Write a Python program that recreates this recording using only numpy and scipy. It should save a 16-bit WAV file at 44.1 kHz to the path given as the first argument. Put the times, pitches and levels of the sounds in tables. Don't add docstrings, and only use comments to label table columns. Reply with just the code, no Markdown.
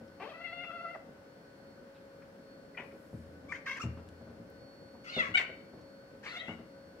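import sys
import numpy as np
from scipy import signal
from scipy.fft import rfft, irfft
from scipy.io import wavfile
from scipy.ndimage import uniform_filter1d

SR = 44100
rng = np.random.default_rng(int(sys.argv[2]) if len(sys.argv) > 2 else 0)


def to_wav(s):
    ch = np.atleast_2d(s).T
    pcm = np.round(np.clip(ch, -1, 1) * 32767)
    wavfile.write(sys.argv[1], SR, pcm.astype(np.int16))


N = 308700
T = np.arange(N) / SR

# (frequency [Hz], relative density [dB])
AIR_SPECTRUM = [(15, -37), (25, -32), (60, -17), (171, -8), (275, -6), (381, -12.5), (541, -7),
                (705, -16.5), (1201, -20.5), (1501, -17.5), (2501, -29), (3731, -34), (5601, -33),
                (6001, -39), (15601, -46)]
# (frequency [Hz], left-right correlation [-1..1])
COHERENCE = [(25, 0.77), (60, 0.95), (250, 0.95), (500, 0.56), (1000, -0.02), (2000, -0.17), (8000, -0.052)]
# (frequency [Hz], rms level [dB], unsteady share [0..1], width [Hz], pan [dB])
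HUM_TONES = [(280, -68, .9, 15, 1), (420, -72, .7, 8, 1), (549, -60, .15, 6, 2), (1500, -72, .7, 25, 2)]
# (time [s], rms level [dB])
WHINE_LEVELS = [
    [(0.0, -84), (0.27, -71), (0.33, -74), (0.53, -67), (0.7, -82), (0.8, -69), (0.9, -73.5), (1.05, -88),
     (1.29, -77.5), (1.73, -73), (1.91, -81), (2.14, -76), (2.34, -82.5), (2.53, -70.5), (2.73, -78),
     (3.08, -82), (3.57, -81), (3.69, -71), (4.02, -79), (4.12, -80), (4.23, -73.5), (4.44, -83),
     (4.64, -66), (5.04, -71)],
    [(5.48, -68.5), (5.69, -72.5), (5.98, -70), (6.2, -78)],
    [(6.55, -80), (6.78, -71), (7.0, -76)],
]
# (time [s], pitch [Hz])
WHINE_PITCH = [(0, 4383), (2.3, 4376), (4.5, 4393), (7, 4404)]
# (time [s], level [dB], hardness [dB/octave], relative knock [dB])
THUMPS = [(0.012, -40.5, 2.5, -14), (1.089, -44, 0, -29), (1.169, -50.5, 7, -5), (2.149, -46, -1, -17),
          (2.796, -43.5, 5, -12), (2.823, -47, 7, 0), (2.928, -43, 5, -13), (2.95, -47, 5, -27),
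          (3.13, -35.5, -5.5, -18), (3.449, -42.5, -5.5, -9), (3.838, -27.5, -6.5, -14),
          (3.973, -40.5, -1.5, -4.5), (4.21, -41.5, 1, -15), (4.271, -45.5, 9, -11), (4.296, -43, -4, -8),
          (4.313, -45, 5, -16), (4.4, -39, -5.5, -23), (4.85, -45.5, -12, -32), (5.166, -28, 5.5, -16),
          (5.176, -31.5, 18, -8), (5.189, -40.5, 5.5, -12), (5.29, -35.5, -1.5, -23), (5.396, -38, 20, 2.5),
          (5.493, -40.5, 10, -19), (5.501, -44, 8, -16), (5.736, -39, 1.5, -16), (5.756, -45, 1.5, -15),
          (5.78, -53, -16, 0), (6.483, -34, 0, -2), (6.587, -43, 1, -8)]
# (frequency [Hz], gain [dB], t60 [s])
BOARD_MODES = [(85.2, -14, 0.99), (110.2, -4.5, 0.3), (178.6, -0.5, 0.15), (232, 4, 0.077),
               (315.7, -9, 0.25), (410, 2, 0.051), (525, -2.5, 0.073), (630, -7, 0.096)]
# (time [s], peak [dB], centre [Hz], t60 [s])
CLAW_TICKS = [(0.078, -58, 4000, .04), (1.94, -60, 2800, .25), (2.218, -53, 1650, .06),
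              (2.908, -52, 1690, .1), (2.76, -71, 9500, 1.5), (2.92, -69, 9500, 1.5), (3.1, -67, 8500, .9),
              (3.555, -55, 5300, .025), (3.769, -52, 5600, .03), (4.087, -55, 3300, .025),
              (4.087, -58, 7500, .025), (4.27, -57, 1100, .06), (4.499, -61, 11100, .024),
              (4.948, -49, 750, .03), (5.81, -60, 5000, .05), (6.25, -50, 4700, .024)]
# (time [s], pitch [Hz], level [dB], mouth resonance [Hz], upper throat [dB])
SEGMENT_CONTOURS = [
    [(0.197, 369, -50, 2100, -17), (0.212, 393, -45.5, 2080, -15), (0.228, 382, -40, 2110, -24),
     (0.25, 454.6, -46.5, 2160, -11), (0.265, 542, -47, 2100, -14), (0.285, 576, -51, 2110, -7),
     (0.301, 665, -47.5, 2160, 7), (0.33, 604, -53, 2140, -1)],
    [(0.32, 577, -58, 1740, -1), (0.35, 673, -50, 1790, -14), (0.378, 652, -52.5, 1830, -3),
     (0.396, 667, -53, 1850, -8), (0.414, 685, -47.5, 2010, -5), (0.436, 664, -53.5, 2010, 11),
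     (0.45, 710, -42.5, 2020, 8), (0.465, 677, -44, 2030, 14), (0.498, 674, -45, 2000, 11),
     (0.516, 653, -53, 2000, -2), (0.532, 696, -43, 2070, -1), (0.552, 688, -51.5, 2050, 6),
     (0.596, 693.5, -43, 2030, 11), (0.624, 708.4, -46, 1890, 8), (0.64, 686.6, -41.5, 1690, 6),
     (0.66, 689.5, -49, 1590, 7), (0.694, 675.6, -44.5, 1300, -8), (0.712, 667, -43, 1372, 0),
     (0.73, 679.4, -48, 1462, -3), (0.76, 693, -44.5, 1352, -5), (0.788, 664.5, -48, 1334, 0),
     (0.812, 678.5, -44, 1323, 2), (0.83, 698, -54, 1340, -5), (0.855, 673, -39, 1340, -25),
     (0.87, 672.4, -42.5, 1518, -28), (0.89, 677, -45, 1772, -33), (0.91, 690.7, -46, 2093, -28),
     (0.93, 697, -56, 2040, -30), (0.955, 653, -40, 1840, -38)],
    [(0.948, 654, -45, 1904, -12), (0.966, 522, -41, 1903, -15), (0.972, 520, -78, 1902, -40),
     (1.0, 530, -87.5, 1905, -12)],
    [(2.742, 506, -72, 2070, -20), (2.75, 502, -53, 2050, -20), (2.77, 463, -72, 2050, -20)],
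    [(2.768, 520, -75, 2200, -14), (2.774, 486.5, -44, 2220, -19), (2.808, 488, -46, 2160, -7),
     (2.816, 476, -53, 2090, -3), (2.845, 457, -57, 1980, -14), (2.86, 470, -76, 1940, -14)],
    [(3.484, 1100, -62, 2150, -28), (3.496, 1139, -51, 2200, -28), (3.512, 1184, -47, 2000, -28),
     (3.526, 1177, -40, 2080, -30)],
    [(3.52, 1142, -30, 1950, -24), (3.532, 916, -42.5, 1950, -19), (3.558, 1064, -44, 1890, -18),
     (3.578, 1080, -56, 1950, -22), (3.595, 1070, -62, 1950, -24)],
    [(3.657, 610, -55, 1840, -20), (3.665, 605, -40.5, 1820, -15), (3.679, 538, -39.5, 1780, -7),
     (3.7, 536.5, -36.5, 1910, -20), (3.707, 540, -43.5, 1940, -22), (3.715, 534, -36, 2080, -20),
     (3.723, 540, -38, 2160, -17), (3.745, 549, -48.5, 2000, -18), (3.79, 529, -42.5, 1830, -21)],
    [(3.792, 1145, -65, 1280, -7), (3.802, 1210, -43.5, 1300, -2), (3.812, 1294, -43, 1300, -9),
     (3.821, 1255, -66, 1250, -3), (3.831, 1183, -44, 1200, 0), (3.845, 1180, -61, 1200, -4)],
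    [(3.808, 1276, -57, 2780, -5), (3.82, 1384, -46, 2780, 6), (3.838, 1385, -51, 2780, -2),
     (3.87, 1400, -75, 2780, 0)],
    [(5.035, 770, -71, 2050, -10), (5.049, 712, -51, 2060, -33), (5.08, 661.5, -47.5, 2390, -12),
     (5.098, 703, -45, 2600, -4), (5.118, 698, -48, 2490, -7.5), (5.143, 739, -42, 2300, 1.5),
     (5.156, 725, -42, 2400, 2), (5.178, 726, -36, 2380, 6), (5.187, 682, -33.5, 2370, -8),
     (5.203, 687, -25.5, 2250, -13.5), (5.212, 657, -31, 2180, -17), (5.219, 614, -39, 2140, -14),
     (5.229, 574, -36.5, 2030, -37), (5.249, 552, -40.5, 1900, -20.5), (5.28, 543, -46, 2000, -16),
     (5.32, 546, -62.5, 2180, -14)],
    [(5.339, 722, -41, 2230, -9), (5.348, 719, -25.5, 2150, -14), (5.357, 759.6, -19.5, 2130, -17),
     (5.367, 773, -33, 2230, -19)],
    [(5.367, 753, -33, 2200, -26), (5.374, 733, -18.5, 2160, -31), (5.382, 742, -22.5, 2120, -23),
     (5.387, 719, -35, 2180, -26), (5.391, 707, -22.5, 2100, -27), (5.394, 719, -36, 2160, -29),
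     (5.398, 699, -29, 2120, -27), (5.405, 683, -41, 2120, -30), (5.415, 676, -32.5, 2030, -29),
     (5.44, 690, -63.5, 2130, -12)],
    [(6.228, 598, -58, 1740, -4), (6.244, 623, -49.5, 1800, -15), (6.27, 552, -41.5, 2080, -16),
     (6.3, 641, -46, 2100, -7), (6.326, 695, -48, 1750, -4), (6.356, 675, -45.5, 1730, -5),
     (6.375, 733, -40, 1960, -6), (6.39, 670, -49, 2000, -4)],
    [(6.385, 635, -57, 1950, 3), (6.4, 631.5, -43, 1970, 14), (6.415, 656, -46.5, 1980, 5),
     (6.431, 681.5, -49, 1870, -7), (6.451, 651, -53.5, 1890, 7), (6.481, 677, -45, 2080, -1),
     (6.5, 728, -47.5, 2080, 10), (6.543, 729, -54.5, 1960, 20), (6.57, 740, -73, 1880, -2.5)],
]
# (chest [dB], chest [Hz], upper throat start, end [Hz], voice cutoff start, end [Hz],
# hiss [dB], pan [dB], right port lag [ms]); chest and hiss levels hold at SOFT_VOICE_DB
SEGMENT_THROATS = [(12, 690, 2700, 2940, 7600, 4000, -25, 0.5, 0.015),
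                   (7.5, 940, 2200, 2540, 4350, 3100, -30.5, 2.5, 0.063),
                   (17, 486, 2900, 2900, 2040, 310, -35, -2, .04),
                   (-37, 880, 2950, 2900, 1400, 3200, -34, -3, .05),
                   (-5, 790, 2900, 4500, 3000, 2800, -31, 0, .05),
                   (-7, 1150, 2200, 3700, 5300, 2500, -26.5, 2, 0.039),
                   (-20, 1500, 2900, 4300, 2200, 4900, -24.5, -1, 0.044),
                   (-14.5, 1030, 4300, 3100, 3770, 3100, -19, -1.5, 0.082),
                   (-9, 880, 3100, 1900, 3400, 4100, -18, -2, .04),
                   (-4, 1100, 6030, 6400, 9100, 9100, -17, 1.5, 0.064),
                   (-5.5, 1250, 4760, 2700, 6900, 2500, -22, 0, .29),
                   (-10, 1450, 2800, 4000, 2900, 3500, -23.5, -1, 0.26),
                   (-18, 1100, 3800, 3800, 4600, 4500, -19.5, -1, 0.39),
                   (-9, 920, 5050, 3270, 4500, 4700, -22, -0.5, 0.16),
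                   (-11, 750, 3930, 2440, 3930, 1580, -28.5, 2.5, 0.11)]
# (onset [0..1], settling [s], held [0..1], fraying [s], end [0..1])
SEGMENT_HOARSENESS = [(.7, .03, .45, .07, .3), (.55, .12, .05, .015, .3), (.7, .01, .75, .01, .8),
                      (.05, .01, .05, .01, .1), (1, .01, .9, .01, 1), (.3, .01, .25, .01, .35),
                      (.8, .01, .85, .05, .9), (.75, .035, .32, .05, .85), (.3, .005, .3, .005, .4),
                      (.45, .01, .4, .04, .9), (.7, .07, .4, .06, .55), (.04, .01, .04, .01, .1),
                      (.15, .015, .6, .045, 1), (.95, .13, .35, .01, .35), (.3, .01, .3, .01, .35)]
# (low edge [Hz], high edge [Hz])
SEGMENT_HISS_BANDS = [(2260, 5100), (2240, 5200), (2255, 5900), (2260, 4400), (2260, 6300), (4500, 7500),
                      (4470, 6900), (4200, 6460), (4500, 7500), (4800, 8100), (3470, 6800), (2970, 9100),
                      (3000, 7800), (2970, 6800), (3000, 7500)]
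# (time [s], hoarseness change [-1..1])
VOICE_CRACKS = [(.65, .5), (.72, .3), (5.175, .15), (5.192, -.2), (5.207, -.2), (5.12, .15), (6.46, .3)]
# (frequency [Hz], pan [dB], extra left lead [rad])
PORT_SHADING = [(700, 3, 0), (1300, 2, 0), (2100, 6, 0), (2900, 9.5, .5), (3600, -2, 2.2), (4300, -2, 2.2),
                (5300, 0, 1), (8000, 0, 0)]

MOUTH_WIDTH_HZ, CHEST_WIDTH_HZ, UPPER_WIDTH_HZ = 720, 550, 750
SOFT_VOICE_DB, CHEST_DB_PER_DB, HISS_DB_PER_DB = -38, 0.18, 0.5248
CRACK_S, HALF_HARMONIC_DB, TWIST_RAD_PER_KHZ = .012, -2, .55


def undb(db):
    return 10 ** (np.asarray(db) / 20)


def unit_rms(x):
    return x / np.sqrt(np.mean(x ** 2, axis=-1, keepdims=True))


def band(x, lo_hz, hi_hz, order=2):
    sos = signal.butter(order, [lo_hz, min(hi_hz, .45 * SR)], "band", fs=SR, output="sos")
    return signal.sosfilt(sos, x)


def lowpass(x, hz, order):
    return signal.sosfilt(signal.butter(order, hz, fs=SR, output="sos"), x)


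def pan(x, db):
    return x * undb(np.array([db / 2, -db / 2]).reshape(2, -1))


def walk(rate_hz, count=N):
    width = max(int(SR / rate_hz), 1)
    once = uniform_filter1d(rng.standard_normal(count), width, mode="wrap")
    return np.sqrt(3 * width / 2) * uniform_filter1d(once, width, mode="wrap")


def flutter(share, rate_hz, count=N):
    wander = (walk(rate_hz, count) + 1j * walk(rate_hz, count)) / np.sqrt(2)
    return np.sqrt(1 - share) + np.sqrt(share) * wander


def resonance(hz, centre_hz, width_hz):
    return 1 / (1 + ((hz - centre_hz ** 2 / hz) / width_hz) ** 2)


def on_bins(table, count):
    hz, values = np.transpose(table)
    return np.interp(np.log(np.fft.rfftfreq(count, 1 / SR) + 1), np.log(hz), values)


def diffuse_noise(count):
    mid, side = rfft(rng.standard_normal((2, count)))
    coherence = on_bins(COHERENCE, count)
    mid, side = mid * np.sqrt((1 + coherence) / 2), side * np.sqrt((1 - coherence) / 2)
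    return irfft(np.array([mid + side, mid - side]), count)


def house_air(level_db=-55):
    rush = irfft(undb(on_bins(AIR_SPECTRUM, N)) * rfft(diffuse_noise(N)), N)
    swell = undb(walk(0.42) + 1.3 * walk(15))
    rush = rush + lowpass(rush, 900, order=2) * (swell - 1)
    return pan(unit_rms(rush) * undb(level_db), 1.53)


def machine_hum():
    out = 0
    for hz, db, share, width_hz, pan_db in HUM_TONES:
        skew_rad = hz / 1500 * np.array([[.5], [-.5]])
        tone = flutter(share, width_hz) * np.exp(1j * (2 * np.pi * hz * T + skew_rad))
        out = out + np.sqrt(2) * undb(db) * pan(tone.real, pan_db)
    return out


def machine_whine():
    hz = np.interp(T, *np.transpose(WHINE_PITCH))
    db = np.interp(T, *np.vstack(WHINE_LEVELS).T) + 0.74 * walk(25)
    phase = 2 * np.pi * np.cumsum(hz) / SR + np.array([[.8], [-.8]])
    return np.sqrt(2) * pan(undb(db) * np.cos(phase), -3.8)


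def thumps():
    out, t = np.zeros(N + SR), T[:SR // 2]
    for at_s, db, hard_db_per_oct, knock_db in THUMPS:
        ring = 0
        for hz, mode_db, t60_s in BOARD_MODES:
            gain = undb(mode_db + hard_db_per_oct * np.log2(hz / 150) + 1.5 * rng.standard_normal())
            detuned_hz = hz * (1 + 0.027 * rng.standard_normal())
            ring = ring + gain * np.sin(2 * np.pi * detuned_hz * t) * 1000 ** (-t / t60_s)
        rattle = 1 + np.clip(t / 0.0033, 0, .5) * walk(52, len(t))
        ring = ring * np.clip(t / 0.0015, 0, 1) * rattle
        knock_decay = 1000 ** (-t / 0.21) + .4 * 1000 ** (-t / .04)
        knock = band(rng.standard_normal(len(t)) * knock_decay, 223, 1200)
        blow = ring / abs(ring).max() + undb(knock_db) * knock / abs(knock).max()
        start = int(at_s * SR)
        out[start:start + len(t)] += undb(db) * blow
    return pan(band(out[:N], 88, 4000, order=3), 2.1)


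def claws():
    out, t = np.zeros(N + SR), T[:SR // 3]
    for at_s, db, hz, t60_s in CLAW_TICKS:
        edges = np.minimum(t / t60_s / .08, 1) * np.minimum((t[-1] - t) / .1, 1)
        burst = rng.standard_normal(len(t)) * edges * 1000 ** (-t / t60_s)
        tick = band(burst, hz / 1.4, hz * 1.4, order=3)
        start = int(at_s * SR)
        out[start:start + len(t)] += undb(db) * tick / abs(tick).max()
    return pan(out[:N], 0.77)


def fold_hoarseness(t, start_s, end_s, shape):
    onset, settle_s, held, fray_s, end = shape
    course = np.interp(t, [start_s, start_s + settle_s, end_s - fray_s, end_s], [onset, held, held, end])
    cracks = sum(change * np.exp(-((t - at_s) / CRACK_S) ** 2) for at_s, change in VOICE_CRACKS)
    return np.clip(course + cracks, 0, 1)


def breath_hiss(fold_phase, band_hz):
    noise = rng.standard_normal((2, len(fold_phase)))
    hiss = unit_rms(band(noise, *band_hz, order=3)) + undb(-15) * unit_rms(band(noise, 8500, 13000))
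    return (1 + 0.15 * np.cos(fold_phase)) * pan(hiss, -0.4)


def cry_segment(contour, throat, hoarse_shape, hiss_band_hz, block=10240):
    times_s, *columns = np.transpose(contour)
    start_s, end_s = span_s = times_s[[0, -1]]
    start, count = int(start_s * SR), block * (1 + int((end_s - start_s) * SR) // block)
    t = start_s + T[:count]
    pitch_hz, db, mouth_hz, upper_db = (np.interp(t, times_s, column) for column in columns)
    chest_db, chest_hz, upper0_hz, upper1_hz, top0_hz, top1_hz, hiss_db, pan_db, lag_ms = throat
    upper_hz = np.interp(t, span_s, [upper0_hz, upper1_hz])
    top_hz = np.interp(t, span_s, [top0_hz, top1_hz])
    effort_db = db - SOFT_VOICE_DB
    chest_db = chest_db - CHEST_DB_PER_DB * effort_db
    hiss_db = hiss_db - HISS_DB_PER_DB * effort_db
    hoarse = fold_hoarseness(t, start_s, end_s, hoarse_shape)
    jitter = 1 + .0035 * walk(55, count) + .04 * hoarse * walk(250, count)
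    fold_phase = 2 * np.pi * np.cumsum(pitch_hz * jitter) / SR
    port_hz, port_db, port_rad = np.transpose(PORT_SHADING)
    twist = TWIST_RAD_PER_KHZ * walk(16.2, count)
    voice = power = 0
    for harmonic in np.arange(2, 19) / 2:
        hz = harmonic * pitch_hz
        gain = (resonance(hz, mouth_hz, MOUTH_WIDTH_HZ)
                + undb(chest_db) * resonance(hz, chest_hz, CHEST_WIDTH_HZ)
                + undb(upper_db) * resonance(hz, upper_hz, UPPER_WIDTH_HZ) + undb(-34.5))
        gain /= np.sqrt(1 + (hz / top_hz) ** 16)
        if harmonic % 1:
            gain *= undb(HALF_HARMONIC_DB) * hoarse ** 2
        swell = undb(1.8 * np.array([walk(30, count) for _ in range(2)]))
        lead_rad = 2 * np.pi * hz * lag_ms / 1000 + np.interp(hz, port_hz, port_rad)
        lead_rad += twist * np.clip(hz / 1000 - 1, 0, 2)
        smear = flutter(hoarse, 320, count)
        phase = harmonic * fold_phase + 2 * np.pi * rng.random() + lead_rad * np.array([[.5], [-.5]])
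        partial = gain * swell * (smear * np.exp(1j * phase)).real
        voice = voice + pan(partial, pan_db + np.interp(hz, port_hz, port_db))
        power = power + gain ** 2 / 2
    hiss = undb(hiss_db) * breath_hiss(fold_phase, hiss_band_hz)
    shimmer = 1 + 0.075 * hoarse * np.tanh(walk(68, count))
    gate = np.clip(np.minimum(t - start_s, end_s - t) / .0025, 0, 1)
    out = np.zeros((2, N + count))
    out[:, start:start + count] = gate * undb(db) * (shimmer * voice / np.sqrt(power) + hiss)
    return out[:, :N]


def hall_echo(x, level_db=-9, low_t60_s=0.45, treble_t60_s=.2):
    t = T[:SR // 2]
    noise = diffuse_noise(len(t))
    low = lowpass(noise, 2500, order=1)
    response = low * 1000 ** (-t / low_t60_s) + (noise - low) * 1000 ** (-t / treble_t60_s)
    response *= np.clip((t - .003) / .003, 0, 1)
    response /= np.linalg.norm(response, axis=1, keepdims=True)
    return undb(level_db) * signal.fftconvolve(x, response, axes=1)[:, :N]


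def scene():
    segments = zip(SEGMENT_CONTOURS, SEGMENT_THROATS, SEGMENT_HOARSENESS, SEGMENT_HISS_BANDS)
    cats = sum(cry_segment(*segment) for segment in segments) + thumps() + claws()
    return cats + hall_echo(cats) + house_air() + machine_hum() + machine_whine()


def record(dry):
    cutoff_hz = 15700
    return signal.sosfilt(signal.ellip(10, .2, 60, cutoff_hz, fs=SR, output="sos"), dry)


dry = scene()
out = record(dry)
to_wav(out)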